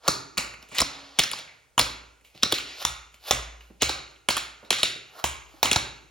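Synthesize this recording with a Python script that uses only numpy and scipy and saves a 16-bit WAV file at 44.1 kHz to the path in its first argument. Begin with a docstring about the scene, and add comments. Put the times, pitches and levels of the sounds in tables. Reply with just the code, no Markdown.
"""A basement with a hard floor and bare walls: tap shoes a step away from a phone lying on the ground.
Chattering contacts drive damped modes of plate, heel and sole: clack, tick, knock and thud, some as echoes.
Dense clicks form scrapes and faint noise swells, noise pulses dull thumps; low room modes boom, a note hums.
Decaying noise bands form the walls' tail, and shaped noise a faint hush, at the phone's two ports."""
import sys
import numpy as np
from scipy import signal
from scipy.fft import rfft, irfft, next_fast_len
from scipy.io import wavfile
from scipy.ndimage import uniform_filter1d

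SR = 44100
rng = np.random.default_rng(int(sys.argv[2]) if len(sys.argv) > 2 else 0)


def digitize_waveform(pressure):
    """Quantize a signal to 16-bit integers and store it at the path in sys.argv[1].

    Rows of a 2-D input are taken as channels; values are limited to [-1, 1].
    """
    field = np.atleast_2d(pressure).T
    bounded = np.clip(field, -1, 1)
    quanta = np.round(bounded * 32767).astype(np.int16)
    wavfile.write(sys.argv[1], SR, quanta)


N = 269010

# Plate strikes and their loud early echoes: t/s, clack level/dB, clack f/Hz, then levels/dB re clack:
# knock, thud, tick, rebound, share to the walls
STRIKES_AND_ECHOES = [(0.079, -8.5, 4475, 1, -4, -1.5, -2, -1),
                      (0.3722, -25.5, 2620, -1.5, -4.5, -4, -20, 15),
                      (0.3775, -18, 4560, -4.5, -10, 0, 2.5, -0.5),
                      (0.5385, -36.5, 2200, -4, -20, -15, 2, -13),
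                      (0.6265, -39, 2890, -12, -5, -9, -19, -1),
                      (0.6875, -54, 2960, -18.5, 8.5, 7.5, -21.5, 10),
                      (0.7155, -42.5, 2500, 0.5, 5, -5, -13.5, 16.5),
                      (0.7465, -37.5, 2330, -1, -30, 1, -21, 19),
                      (0.784, -10.5, 4070, -17, -40, -5.5, -10, -2.5),
                      (0.79, -13, 3700, -10, -39, -16, -16, 0.5),
                      (0.803, -14, 3850, -6.5, -6.5, 4.5, -1.5, -32),
                      (0.8167, -11, 5050, -2, -2.5, 0, -16.5, -15),
                      (1.1883, -11, 3330, -7, -11, 2, 4.5, -10.5),
                      (1.1945, -13, 3430, -38, -25, -19.5, -4, 2),
                      (1.2005, -11.5, 3660, -13, -44, -12, -17.5, -3.5),
                      (1.2365, -14, 5200, -9, -26.5, -6, -9.5, -15),
                      (1.3145, -23.5, 3440, -6.5, -14.5, 1.5, -31, 3),
                      (1.3335, -24, 4800, 1.5, -21, -24, -11.5, -5),
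                      (1.3885, -30.5, 3444, -15, -18, -2, -15.5, -18.5),
                      (1.4765, -40, 2200, -23, -22.5, -31, -19, 8),
                      (1.7788, -9.5, 3040, 2.5, -20.5, -5, -7.5, -4),
                      (1.7905, -13, 3400, -3.5, -11.5, 0.5, 7, -7.5),
                      (1.8005, -15, 4230, -11.5, -4.5, -8, -18, 7),
                      (1.8125, -15, 4940, -12.5, -6, -4, -22.5, -4.5),
                      (2.2115, -55, 2590, -16, -4, -3.5, -7, -10),
                      (2.2485, -48.5, 2830, -21.5, -12, -6.5, -20, 11),
                      (2.4255, -22.5, 3440, -13.5, -9, -10, -23, -7),
                      (2.4320, -3, 3830, -9.5, -17.5, -8.5, -9, -10),
                      (2.4545, -21.5, 4130, -9.5, -0.5, -13, -11, 3.5),
                      (2.5235, -9.5, 3400, -5.5, -4, -1.5, -11.5, -15),
                      (2.5405, -20, 3750, -13, -28, -9.5, -23.5, 10.5),
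                      (2.5835, -20.5, 3140, -7.5, -24, -7, -30, 5),
                      (2.8505, -10, 3560, -2.5, -25, -1, -29, -3),
                      (3.1265, -53.5, 3250, -9, -17, -4, -22.5, -3),
                      (3.1425, -40.5, 3040, -10, -14, -6.5, -26, -0.5),
                      (3.3095, -7.5, 3510, 1, -40, 0, -10.5, -1.5),
                      (3.3235, -24.5, 3140, -19, -2, -22, -17, 6),
                      (3.6075, -40, 2830, -24, -22, -26.5, -9, 0),
                      (3.8204, -8.5, 3010, -11, -4, 0.5, -9, -1),
                      (3.8307, -12.5, 4150, -7.5, -17, -16, -31, 3.5),
                      (3.8895, -26, 3830, -1.5, -7, -7, 9, 6), (3.8965, -42, 3210, 10, -14, -9, -37, -11),
                      (4.1605, -48, 3230, -12, -16, -14, -7, -5),
                      (4.2873, -8, 3120, -7, -9, -2.5, -25.5, 0),
                      (4.3035, -15, 4430, -3.5, -19.5, -7, -3.5, 5.5),
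                      (4.3674, -18, 3260, 3, -34, 0.5, -4.5, -3.5),
                      (4.3785, -21.5, 3440, -21, -30, -4, -14, 6.5),
                      (4.6485, -47, 3800, 4, 1.5, -10, -18, 10.5),
                      (4.7055, -7, 3290, -7.5, -10.5, -3, -18, 1),
                      (4.7285, -14.5, 3730, -13, -26, -11, -20, 5.5),
                      (4.7846, -26, 3750, -5.5, -31, -4.5, -21, 12),
                      (4.8315, -6.5, 3680, -11.5, -11.5, -6.5, -22, 2.5),
                      (5.2411, -13.5, 3170, 2, -13.5, 1, -23.5, 3.5),
                      (5.6295, -7.5, 3820, 1, -25, -0.5, -13, 1.5),
                      (5.6455, -20.5, 2620, -6.5, -1, -10.5, -13, 11),
                      (5.6565, -16, 3180, -0.5, -15, -6, -22, -0.5),
                      (5.7141, -8, 3330, -11, -9, -2, -20, 1), (5.7305, -13, 4300, -12.5, -19, 0, -16, -12),
                      (5.7599, -9.5, 3840, -0.5, -6, -6, -5.5, -2.5)]
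# Soft landings of the sole: t/s, peak level/dB, centre f/Hz
SOFT_LANDINGS = [(2.347, -43.5, 231), (3.701, -40.5, 253), (4.628, -43, 371), (4.958, -42, 302),
                 (5.537, -44.5, 272)]
# Dragging soles and faint noise swells, one perhaps only lingering reverberation:
# loudest t/s, level/dB, swell/s and fade/s (each for 20 dB),
# low grit level/dB and high grit level/dB (both re level)
SCRAPES_AND_SWELLS = [(0.045, -61.5, 0.0035, .04, 8.5, -14), (0.072, -39.5, 0.04, 0.03, 2.5, -17),
                      (0.53, -69, .08, .02, 3, -20), (0.627, -55.5, 0.018, 0.045, 1.5, -8),
                      (0.789, -27.5, 0.055, 0.039, -11, -21), (0.9, -46, 0.029, .45, -2.5, -28),
                      (1.214, -34.5, 0.03, 0.02, -3, -19.5), (1.24, -31, 0.038, 0.0056, -19, -10),
                      (1.34, -38, 0.012, 0.0049, -9.5, -17.5), (1.399, -40, 0.13, 0.029, -7, -21.5),
                      (1.5, -66.5, 0.08, 0.11, -0.5, -19.5), (2.247, -62, 0.0064, 0.11, -8.5, 0),
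                      (2.35, -56.5, 0.0097, 0.44, -10, -13), (2.52, -29, 0.015, 0.004, -12.5, -11.5),
                      (2.549, -30, 0.0081, 0.024, -17, -10), (2.7, -42.5, 0.21, .2, -11.5, -29.5),
                      (2.826, -34, 0.05, 0.018, -4, -6.5), (3.148, -57.5, 0.018, 0.02, -4.5, -2),
                      (3.288, -33.5, .05, 0.036, -5.5, -5), (3.607, -63.5, .006, 0.24, -6, -4.5),
                      (3.816, -26, .009, 0.0076, -12, -64), (4.11, -57.5, 0.026, 0.033, 3, -15),
                      (4.66, -77, 0.084, 0.017, 22, 7), (5.198, -47, 0.09, .03, 3.5, -5.5),
                      (5.55, -61, 0.22, 0.6, 0, -5.5)]
# Nominal modes of sole, heel block, low plate and high plate: f/Hz, T60/s
SOLE_MODES = [(110, 0.019), (170, 0.018), (260, 0.018), (390, 0.02), (560, 0.016)]
HEEL_MODES = [(780, 0.0042), (980, 0.0069), (1250, 0.0068), (1550, 0.0058), (1850, 0.0049)]
LOW_PLATE_MODES = [(2250, 0.0069), (2800, 0.0069), (3400, 0.002), (4100, 0.0046), (4800, 0.0031),
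                   (5600, 0.006)]
HIGH_PLATE_MODES = [(6700, 0.0021), (7600, 0.0032), (8800, 0.0021), (10200, 0.0014), (11800, 0.00054),
                    (13500, 0.00022), (15200, 0.0005)]
# Body weight coming down on the floor: t/s, relative level/dB
WEIGHT = [(0.075, -40.5), (0.375, -37), (0.804, -37), (1.185, -59), (1.314, -52.5), (1.776, -33.5),
          (2.433, -50.5), (2.521, -37), (2.849, -29.5), (3.321, -24.5), (3.821, -29.5), (4.287, -36.5),
          (4.704, -63), (4.832, -47.5), (5.238, -29), (5.633, -31.5), (5.757, -30)]
# Room modes: f/Hz, relative level/dB, T60/s
ROOM_MODES = [(56.96, -7, 1.15), (70, -1.5, 0.41), (124.9, -2.5, 0.28)]
# Something nearby hums after some steps: t/s, level/dB
HUMS = [(.08, -50.0), (.817, -47.0), (2.524, -55.0)]
# Wall tail, bands half as wide as their centre: f/Hz, T60/s, level/dB, share unlike in the two ports/dB
WALLS = [(136, 0.74, 8.3, -12), (290, 0.61, 2.7, -8.5), (362, 0.81, 2.1, -1), (700, 0.58, 4.5, -2),
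         (1110, 0.65, -3.6, -6), (1678, 0.56, 8.5, -2), (2310, 0.28, -4, -22), (3990, 0.49, 4, -15),
         (6630, 0.3, 4, -29.5), (9900, 0.34, 0.5, -41.5), (14900, 0.28, -1.5, -7.5)]
# Further tail bands coloured by far corners: f/Hz, width/Hz, level/dB, T60/s
CORNERS = [(480, 660, -20.5, 0.4), (1430, 140, 1, 0.98), (2140, 1130, 0, 0.74), (3470, 1200, -8, 0.16),
           (6500, 1300, -0.5, 0.63)]
# Spectral shape of the hush: f/Hz, relative level/dB per Hz
HUSH_SPECTRUM = [(18, -36), (30, -11), (59, 5.5), (336, -18.5), (415, -6.5), (844, -11.5), (2290, -24),
                 (8300, -18), (16000, -29.5)]
# Phase by which the left port leads the right: f/Hz, lead/rad
PORT_LEAD = [(0, 0), (1000, .1), (1600, .9), (2500, .5), (3300, .3), (4200, .55), (5300, .3), (6200, 1.5),
             (7100, 1.0), (8550, 3.14), (10500, 6.28), (12600, 9.42), (15000, 12.6), (16700, 13.4)]
# Left port re right port: f/Hz, level/dB
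PORT_TILT = [(60, -2.2), (200, -3.3), (500, -1.5), (1100, -2.8), (1800, -2.5), (2500, -.5), (4400, 0.2),
             (15000, 0.1)]

CONTACT_S, REBOUND_S = 0.0023, 0.0038  # decay constant of the contact; delay of the plate's second landing
KNOCK_HZ, KNOCK_HZ_PER_DB = 1000, -34.5  # the more heel in a blow, the deeper its knock
NOTE_T60_S, NOTE_DB, NOTE_TO_WALLS_DB = 0.012, -18.5, -17  # the last is re the direct note
LOW_TO_WALLS_DB = -5  # knock and thud reach the walls weaker than the plate
OWN_COLOUR_DB = -16.0  # share of the blow's own colour that reaches the walls
SPOTS = 5  # places on the floor, each with its own echo pattern
HUM_HZ, HUM_T60_S = 278, 1.2
HUM_WAVER_DB, HUM_WAVER_S = 5.0, 0.04  # rms swing; averaging window, applied twice
ECHO_RISE_S = 0.002
HUSH_DB, WIDE_DB = -68.0, -5.5  # the second: unlike share re the first
TOP_HZ = 17200  # stopband edge of the low-pass
SIZE = next_fast_len(N + SR)
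HZ = np.arange(SIZE // 2 + 1) * SR / SIZE


def undb(db):
    """Level and gain: 20 dB is a factor of ten in amplitude."""
    return 10 ** (np.asarray(db) / 20)


def decay(t, t60):
    """Exponential damping: the amplitude falls by 60 dB in t60 seconds."""
    return np.exp(-np.log(1000) * t / t60)


def unit(x):
    """Normalisation of the mean power: scale to rms 1."""
    return x / np.sqrt(np.mean(x ** 2))


def curve(table, column):
    """Spectral interpolation: straight lines between rows on a log frequency axis."""
    rows = np.array(table, float)
    return np.interp(np.log(HZ + 1), np.log(rows[:, 0] + 1), rows[:, column])


def band(x, lo_hz, hi_hz):
    """Band limitation by a Butterworth band-pass."""
    return signal.sosfilt(signal.butter(2, [lo_hz, hi_hz], "band", fs=SR, output="sos"), x)


def add(track, s, x):
    """Superposition: a sound joins the track at s seconds."""
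    i = int(s * SR)
    track[i:i + len(x)] += x[:len(track) - i]


def strikes_and_echoes():
    """Impact excitation: strikes and loud early echoes, each sounded twice, direct and as wall sends."""
    near, send = np.zeros(N), np.zeros((SPOTS, N))
    for k, row in enumerate(STRIKES_AND_ECHOES):
        s, db, clack_hz, knock_db, thud_db, tick_db, rebound_db, wall_db = row
        knock_hz = KNOCK_HZ + KNOCK_HZ_PER_DB * knock_db
        low_db = wall_db + LOW_TO_WALLS_DB
        # the rebound takes another spot
        blows = [(2 * k, s, db), (2 * k + 1, s + REBOUND_S, db + rebound_db)]
        for spot, at_s, hit_db in blows:
            # the plate clicks first, the weight of heel and sole follows
            parts = [(0, wall_db, modal_blow(LOW_PLATE_MODES, clack_hz)),
                     (tick_db, wall_db, modal_blow(HIGH_PLATE_MODES)),
                     (0, wall_db, plate_note(clack_hz)),
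                     (knock_db, low_db, modal_blow(HEEL_MODES, knock_hz, late_s=0.00076)),
                     (thud_db, low_db, modal_blow(SOLE_MODES, late_s=0.003))]
            # each part radiates its own way, so it meets its own echo pattern
            for way, (part_db, wet_db, (blow, spread)) in enumerate(parts):
                level_db = hit_db + part_db
                add(near, at_s, undb(level_db) * blow)
                to_walls = undb(level_db + wet_db) * spread + undb(level_db + OWN_COLOUR_DB) * blow
                add(send[(spot + way) % SPOTS], at_s, to_walls)
    return near, send


def modal_blow(modes, best_hz=None, late_s=0):
    """Modal superposition: a chattering force drives damped modes; also a smooth pulse for the walls."""
    t = np.arange(1536) / SR
    hz, t60 = np.array(modes, float).T[:, :, None]
    chance = rng.standard_normal((len(modes), 2))
    scatter_gain = undb(6.0 * chance[:, :1])
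    scattered_hz = hz * (1 + 0.046 * chance[:, 1:])

    db = 0 * hz
    if best_hz:  # the spot that lands favours the modes near one pitch
        db = -20.0 * np.abs(np.log2(hz / best_hz))
    # neighbouring modes alternate in sign, so that no notch falls between them
    sign = (-1) ** np.arange(len(modes))[:, None]
    gain = undb(db) * sign * decay(t, t60)
    smooth = np.sum(gain * np.sin(2 * np.pi * hz * t), axis=0)
    body = np.sum(scatter_gain * gain * np.sin(2 * np.pi * scattered_hz * t), axis=0)

    chatter = rng.standard_normal(512) * undb(1.8 * rng.exponential(size=512))
    force = chatter * np.exp(-t[:512] / CONTACT_S)
    force[0] = 1.52 * np.max(np.abs(force))  # the first touch is the hardest
    delayed_force = np.append(np.zeros(int(late_s * SR)), force)
    blow = np.convolve(body, delayed_force)[:len(t)]
    # a longer contact of the same height carries more energy
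    return unit(blow) * undb(-17.5) * np.sqrt(CONTACT_S * 400), unit(smooth) * undb(-25.5)


def plate_note(hz):
    """Damped free vibration: one clear plate note at the clack pitch, direct and as sent to the walls."""
    t = np.arange(1536) / SR
    tone = undb(NOTE_DB) * unit(np.sin(2 * np.pi * hz * t) * decay(t, NOTE_T60_S))
    return tone, undb(NOTE_TO_WALLS_DB) * tone


def scrapes_and_swells():
    """Stochastic excitation: dense uneven clicks in three bands, as of grit, each rising and fading."""
    t, out = np.arange(N) / SR, np.zeros(N)
    grit = rng.standard_normal(N) * undb(2.5 * rng.exponential(size=N))
    low = unit(band(grit, 480, 1400))
    mid = unit(band(grit, 2200, 5000))
    high = unit(band(grit, 11000, 14000))
    for s, db, swell_s, fade_s, low_db, high_db in SCRAPES_AND_SWELLS:
        shape_db = -20 * np.maximum((s - t) / swell_s, (t - s) / fade_s)
        out += undb(db + shape_db) * (mid + undb(low_db) * low + undb(high_db) * high)
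    return out


def soft_landings():
    """Soft impact: a sole set down with a slow push gives a dull thump of band-limited noise."""
    out, t = np.zeros(N), np.arange(4096) / SR
    for s, db, hz in SOFT_LANDINGS:
        push = t * np.exp(-t / 0.0047)
        thump = band(rng.standard_normal(len(t)), hz / 2.0, hz * 1.77) * push
        add(out, s, undb(db) * thump / np.max(np.abs(thump)))
    return out


def room_boom():
    """Room resonance: low modes swell after a heavy step, beat together and decay, for up to 1 s."""
    out, t = np.zeros(N), np.arange(SR) / SR
    for s, step_db in WEIGHT:
        spot_db = 3.5 * rng.standard_normal(len(ROOM_MODES))  # each spot drives the modes in its own mix
        modes = np.zeros(SR)
        for (hz, db, t60), extra_db in zip(ROOM_MODES, spot_db):
            modes += undb(db + extra_db) * decay(t, t60) * np.sin(2 * np.pi * hz * t)
        add(out, s, undb(step_db) * modes * (1 - np.exp(-t / 0.012)))
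    return out


def hums():
    """Damped resonance: one low note swells after a step, wavers at random and fades, for up to 1 s."""
    out, t = np.zeros(N), np.arange(SR) / SR
    swell = 1 - np.exp(-t / 0.046)
    tone = np.sin(2 * np.pi * HUM_HZ * t) * decay(t, HUM_T60_S) * swell
    for s, db in HUMS:
        add(out, s, undb(db) * tone)
    size = int(HUM_WAVER_S * SR)
    smoothed = uniform_filter1d(rng.standard_normal(N), size=size)
    waver = unit(uniform_filter1d(smoothed, size=size))
    return out * undb(HUM_WAVER_DB * waver)


def walls(sends):
    """Diffuse reverberation: convolution with decaying noise, a common part and one unlike in the ports."""
    t = np.arange(SR) / SR
    rise = np.clip(t / ECHO_RISE_S, 0, 1) ** 2
    common, unlike = np.zeros((2, len(sends), SR))
    bands = [(hz, hz / 2, db, t60) for hz, t60, db, _ in WALLS] + list(CORNERS)
    for hz, width_hz, db, t60 in bands:
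        fade = rise * decay(t, t60)
        # equal noise power per Hz in narrow and wide bands
        gain = undb(db) * fade * np.sqrt(2 * width_hz / SR / np.sum(fade ** 2))
        edges = hz - width_hz / 2, min(hz + width_hz / 2, .45 * SR)
        common += gain * unit(band(rng.standard_normal(common.shape), *edges))
        unlike_db = np.interp(hz, *np.array(WALLS)[:, [0, 3]].T)
        unlike += gain * undb(unlike_db) * unit(band(rng.standard_normal(common.shape), *edges))
    return [signal.fftconvolve(sends, response, axes=1)[:, :N].sum(axis=0)
            for response in (common, unlike)]


def hush():
    """Stationary noise: the quiet of the room by spectral shaping, partly unlike left and right."""
    def shaped_noise():
        spectrum = rfft(rng.standard_normal(SIZE)) * undb(curve(HUSH_SPECTRUM, 1))
        return unit(irfft(spectrum, SIZE)[:N])
    return undb(HUSH_DB) * shaped_noise(), undb(HUSH_DB + WIDE_DB) * shaped_noise()


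def scene():
    """Superposition at the two ports: sum and difference of the common and the unlike sound."""
    near, send = strikes_and_echoes()
    soft = scrapes_and_swells() + soft_landings()
    send[0] += undb(-8.0) * soft
    common, unlike = walls(send)
    quiet, wide = hush()
    mid = near + soft + common + undb(-5.0) * room_boom() + hums() + quiet
    # a second draw of the boom mixes its modes differently
    side = unlike + wide + undb(-18.0) * room_boom()
    return np.array([mid + side, mid - side])


def record(dry):
    """Port response: level and phase differences, saturation of the peaks, deep bass and top cut."""
    rows = np.array(PORT_LEAD, float)
    lead = np.interp(HZ, rows[:, 0], rows[:, 1])
    # each port takes half of the difference
    half = undb(curve(PORT_TILT, 1) / 2) * np.exp(.5j * lead)
    ports = irfft(rfft(dry, SIZE) * np.array([half, 1 / half]), SIZE)[:, :N]
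    ports = np.tanh(1.132 * ports) / 1.189
    ports = signal.sosfilt(signal.butter(3, 42.0, "high", fs=SR, output="sos"), ports)
    return signal.sosfilt(signal.cheby2(22, 120, TOP_HZ, fs=SR, output="sos"), ports)


dry = scene()
out = record(dry)
digitize_waveform(out)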